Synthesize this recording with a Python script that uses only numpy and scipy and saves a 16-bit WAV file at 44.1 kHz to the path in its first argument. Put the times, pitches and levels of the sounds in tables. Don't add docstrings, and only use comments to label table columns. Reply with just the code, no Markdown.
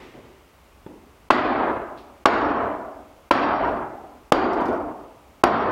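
import sys
import numpy as np
from scipy import signal
from scipy.fft import rfft, irfft, next_fast_len
from scipy.io import wavfile
from scipy.ndimage import uniform_filter1d

SR = 44100
rng = np.random.default_rng(int(sys.argv[2]) if len(sys.argv) > 2 else 0)


def int16_out(signal):
    q = np.round(np.clip(np.atleast_2d(signal).T, -1, 1) * 32767)
    wavfile.write(sys.argv[1], SR, q.astype(np.int16))


N = 252145
LIFE = np.arange(2 * SR) / SR


def amp(db):
    return 10 ** (np.asarray(db) / 20)


def unit(x):
    return x / np.sqrt(np.mean(x ** 2) + 1e-20)


def along(points, hz):
    freqs, values = np.transpose(points)
    return np.interp(np.log(hz + 1), np.log(freqs + 1), values)


def filtered(x, response):
    size = next_fast_len(len(x) + SR // 4)
    return irfft(rfft(x, size) * response(np.fft.rfftfreq(size, 1 / SR)), size)[:len(x)]


def noise(level_db, size=len(LIFE)):
    return unit(filtered(rng.standard_normal(size), lambda hz: amp(level_db(hz))))


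def fade(t60, hold_s=0):
    return np.exp(-np.log(1000) * np.maximum(LIFE - hold_s, 0) / t60)


def rise(seconds):
    return 1 - np.exp(-(LIFE / seconds) ** 2)


def add(track, start_s, sound):
    part = track[round(start_s * SR):][:len(sound)]
    part += sound[:len(part)]


def room_tone(level_db=-52.5):
    # (frequency [Hz], relative level [dB])
    air = [(15, -38.5), (25, -12), (64, -1), (108, -14.5), (175, -16.5), (236, -15.5), (1200, -19),
           (1700, -26.5), (2160, -25), (2840, -27.5), (3920, -33.5), (11300, -39.5), (16000, -39.5)]
    return amp(level_db) * noise(lambda hz: along(air, hz), N)


def shuffle():
    # (time [s], length [s], weight level [dB], scuff level [dB])
    shifts = [(0.0, 0.042, -44.5, -48.5), (0.139, 0.048, -43, -63), (0.235, 0.062, -49, -61.5)]
    # (frequency [Hz], relative level [dB])
    sole = [(47, -44), (80, -12), (129, -4.5), (167, -17), (243, -2.5), (374, -0.5), (594, -10),
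            (1200, -24), (1560, -37), (2640, -120)]
    # (frequency [Hz], relative level [dB])
    rub = [(530, -9), (900, 9.5), (1530, 1), (1980, 6), (3750, -5), (4160, -7.5), (9000, -23), (11700, -58),
           (19800, -120)]
    out = np.zeros(N)
    for start_s, length_s, weight_db, scuff_db in shifts:
        weight = noise(lambda hz: along(sole, hz)) * fade(0.57, hold_s=length_s)
        scuff = noise(lambda hz: along(rub, hz)) * fade(1, hold_s=length_s)
        add(out, start_s, (amp(weight_db) * weight + amp(scuff_db) * scuff) * rise(0.002))
    return out


def thuds():
    # (time [s], level [dB], echo relative to the contact [dB])
    landings = [(0.862, -21, -19.5), (4.532, -10, -28), (4.617, -3.5, -34), (4.686, -10, -31)]
    # (frequency [Hz], relative level [dB])
    thud = [(47, -50), (80, -25), (150, -14.5), (250, -4.5), (411, -6), (553, -15), (988, -18.5),
            (1200, -28), (1790, -32), (2800, -42), (3640, -39), (6160, -120)]
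    out = np.zeros(N)
    colour = lambda hz: along(thud, hz)
    for start_s, level_db, echo_db in landings:
        contact = noise(colour) * fade(0.033) * rise(0.0024)
        echo = amp(echo_db) * barn_echo(colour, build_s=0.0044)
        add(out, start_s, amp(level_db) * (contact + echo))
    return out


def barn_echo(colour, build_s=0.00047, patchy_db=2.0, flutter_db=1.0):
    # (frequency [Hz], t60 [s])
    decay_times = [(100, 1.09), (260, 0.97), (700, 1.04), (1800, 0.79), (4800, 0.53), (12000, 0.22)]
    # (centre [Hz], width [Hz], gain [dB])
    resonances = [(189, 9, -4), (252, 7.4, 7.5), (292.4, 5.8, 9), (356, 2.9, 6.5), (650, 30, -1)]
    boom_db = lambda hz: sum(db / (1 + (2 * (hz - centre) / width) ** 2)
                             for centre, width, db in resonances)
    wash = noise(lambda hz: colour(hz) + boom_db(hz))
    hz, t, spectrum = signal.stft(wash, SR, nperseg=1024)
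    decay = np.exp(-np.log(1000) * t / along(decay_times, hz)[:, None])
    patches = uniform_filter1d(rng.standard_normal(spectrum.shape), size=2, axis=0)
    patches = unit(uniform_filter1d(patches, size=9, axis=1))
    clumps = unit(uniform_filter1d(rng.standard_normal(len(t)), size=2))
    ripple = amp(patchy_db * patches + flutter_db * clumps)
    _, tail = signal.istft(spectrum * decay * ripple, SR, nperseg=1024)
    return tail[:len(LIFE)] * rise(build_s)


def knock(pitch_hz, crack_db, crack_delay_s=0.0042, snap_s=0.000288, grit_db=-7):
    # (frequency [multiple of its pitch], level [dB], t60 [s])
    modes = [(.25, -18.5, .03), (.5, -14, .016), (1.002, 7.5, 0.018), (1.298, -20.5, 0.075),
             (1.95, -3, 0.0063), (2.602, -15, 0.011)]
    # (frequency [Hz], relative level [dB])
    crushed = [(150, 1), (500, 3), (1150, 2.5), (3200, -5), (6000, -21.5), (15000, -39)]
    ring = sum(amp(db) * np.sin(2 * np.pi * ratio * pitch_hz * LIFE) * fade(t60)
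               for ratio, db, t60 in modes)
    swing = (LIFE - crack_delay_s) / snap_s
    crack = amp(crack_db) * swing * np.exp(-swing ** 2)
    stone = ring * rise(0.003) + crack
    grit = noise(lambda hz: along(crushed, hz)) * fade(0.023) * rise(0.0031)
    add(stone, crack_delay_s / 2, amp(grit_db) * grit)
    return stone


def spray(t60=0.26, clump_db=3):
    # (frequency [Hz], relative level [dB])
    grit = [(1000, -18), (3000, -3), (5500, -3.5), (8000, -17), (12000, -17), (16000, -31)]
    clumps = unit(uniform_filter1d(rng.standard_normal(len(LIFE)), size=60))
    hiss = noise(lambda hz: along(grit, hz))
    return unit(hiss * amp(clump_db * clumps)) * fade(t60) * rise(0.002)


def head_ring(strike_levels_db, direct_db=6, half_width_hz=24):
    # (frequency [Hz], relative level [dB], t60 of the echoes [s])
    modes = [(4694, 3, .62), (5475, 4, .62), (6718, -1, .48)]
    ring = np.zeros(len(LIFE))
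    for (hz, db, t60), strike_db in zip(modes, strike_levels_db):
        direct = np.sin(2 * np.pi * hz * LIFE) * fade(t60 / 2)
        echoes = noise(lambda f: -20 * np.log10(1 + ((f - hz) / half_width_hz) ** 2)) * fade(t60)
        ring += amp(db + strike_db) * (amp(direct_db) * direct + echoes)
    return ring * rise(0.0017)


def maul(roar_db=2, lag_s=0.0028):
    # (time [s], knock [dB], block pitch [Hz], cracking [0-1], bass [dB], hollowness [dB],
    # spray [dB], strike on the head's first, second and third mode [dB])
    blows = [(1.3025, 25.9, 1050, 0.19, 0.5, 3.1, -32, -39, -50, -48),
             (2.2545, 25, 1120, 0.63, -1.5, 0.63, -35, -43.5, -39.5, -35),
             (3.3081, 22.9, 1003, 0.43, 2, 0.38, -26, -34, -37.5, -49),
             (4.3190, 24.3, 807, 0.84, 0, 5, -26, -33.5, -48, -36.5),
             (5.4352, 22.5, 1048, 0.97, 6, 1.8, -38, -39, -42, -52)]
    # (frequency [Hz], relative level [dB])
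    wall = [(18, -73), (30, -12.5), (65, -11.5), (163, -14), (240, -2.5), (384, -1), (485, -4.5),
            (662, 2.5), (754, 0), (1300, -1.5), (4420, -22.5), (4780, -25), (5880, -37), (11600, -50.5),
            (15000, -99.5)]
    out = np.zeros(N)
    for start_s, knock_db, pitch_hz, cracking, bass_db, hollow_db, spray_db, *strike_levels_db in blows:
        crack_db = 1.5 + 15.5 * cracking
        treble_db = 1.5 - 7 * cracking
        # (frequency [Hz], gain [dB])
        tilt = [(90, 0), (180, bass_db), (300, hollow_db), (700, 0), (1250, 0), (1700, treble_db)]
        roar = amp(roar_db) * barn_echo(lambda hz: along(wall, hz) + along(tilt, hz))
        add(out, start_s, amp(knock_db) * knock(pitch_hz, crack_db))
        add(out, start_s + lag_s, roar + amp(spray_db) * spray() + head_ring(strike_levels_db))
    return out


def scrape(start_s=1.971, level_db=-52):
    # (frequency [Hz], relative level [dB])
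    graze = [(1000, -18), (2500, 12), (4200, 11), (7000, -8), (15000, -17)]
    out = np.zeros(N)
    rasp = noise(lambda hz: along(graze, hz)) * rise(0.004) * fade(0.35)
    add(out, start_s, amp(level_db) * rasp)
    return out


def chips(grain_count=200, scatter_s=0.03, size_range_db=9, late_loss_db=11):
    # (time [s], base level of their grains [dB])
    landings = [(4.533, -39), (4.607, -48), (4.615, -50), (4.6566, -44.5), (4.6827, -51), (4.729, -57)]
    # (frequency [Hz], gain [dB])
    colour = [(2000, -4), (5000, 9), (8000, -3.5), (12000, -5), (16000, -10)]
    out = np.zeros(N)
    t = LIFE[:SR // 50]
    envelope = (fade(0.0063) * rise(0.00017))[:len(t)]
    for start_s, level_db in landings:
        for late, pitch, smallness in rng.random((grain_count, 3)):
            delay_s = -scatter_s * late * np.log(1 - late)
            hz = 3500 + 12000 * pitch
            grain_db = level_db + along(colour, hz) - size_range_db * smallness - late_loss_db * late
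            add(out, start_s + delay_s, amp(grain_db) * np.sin(2 * np.pi * hz * t) * envelope)
    return out


def scene():
    return (room_tone() + maul() + thuds() + chips() + shuffle() + scrape())[None]


def gain_control(x, target_db=-20, depth_db=20, release_db_per_s=72, window_s=0.019, ahead_s=0.0028):
    t = np.arange(N) / SR
    power = np.abs(uniform_filter1d(x ** 2, int(window_s * SR)))
    level_db = 10 * np.log10(power + 1e-12)
    needed_db = np.clip(target_db - level_db, -depth_db, 0)
    needed_db = np.minimum(needed_db, np.interp(t + ahead_s, t, needed_db))
    recovery_db = release_db_per_s * t
    gain_db = np.minimum.accumulate(needed_db - recovery_db) + recovery_db
    return x * amp(uniform_filter1d(gain_db, size=SR // 150))


def record(dry, low_cut_hz=36, ceiling=0.71, top_hz=16000):
    x = gain_control(dry[0])
    x = signal.sosfilt(signal.butter(1, low_cut_hz, "highpass", fs=SR, output="sos"), x)
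    x = x / (1 + np.abs(x / ceiling) ** 10) ** (1 / 10)
    return filtered(x, lambda hz: 1 / (1 + (hz / top_hz) ** 120))[None]


dry = scene()
out = record(dry)
int16_out(out)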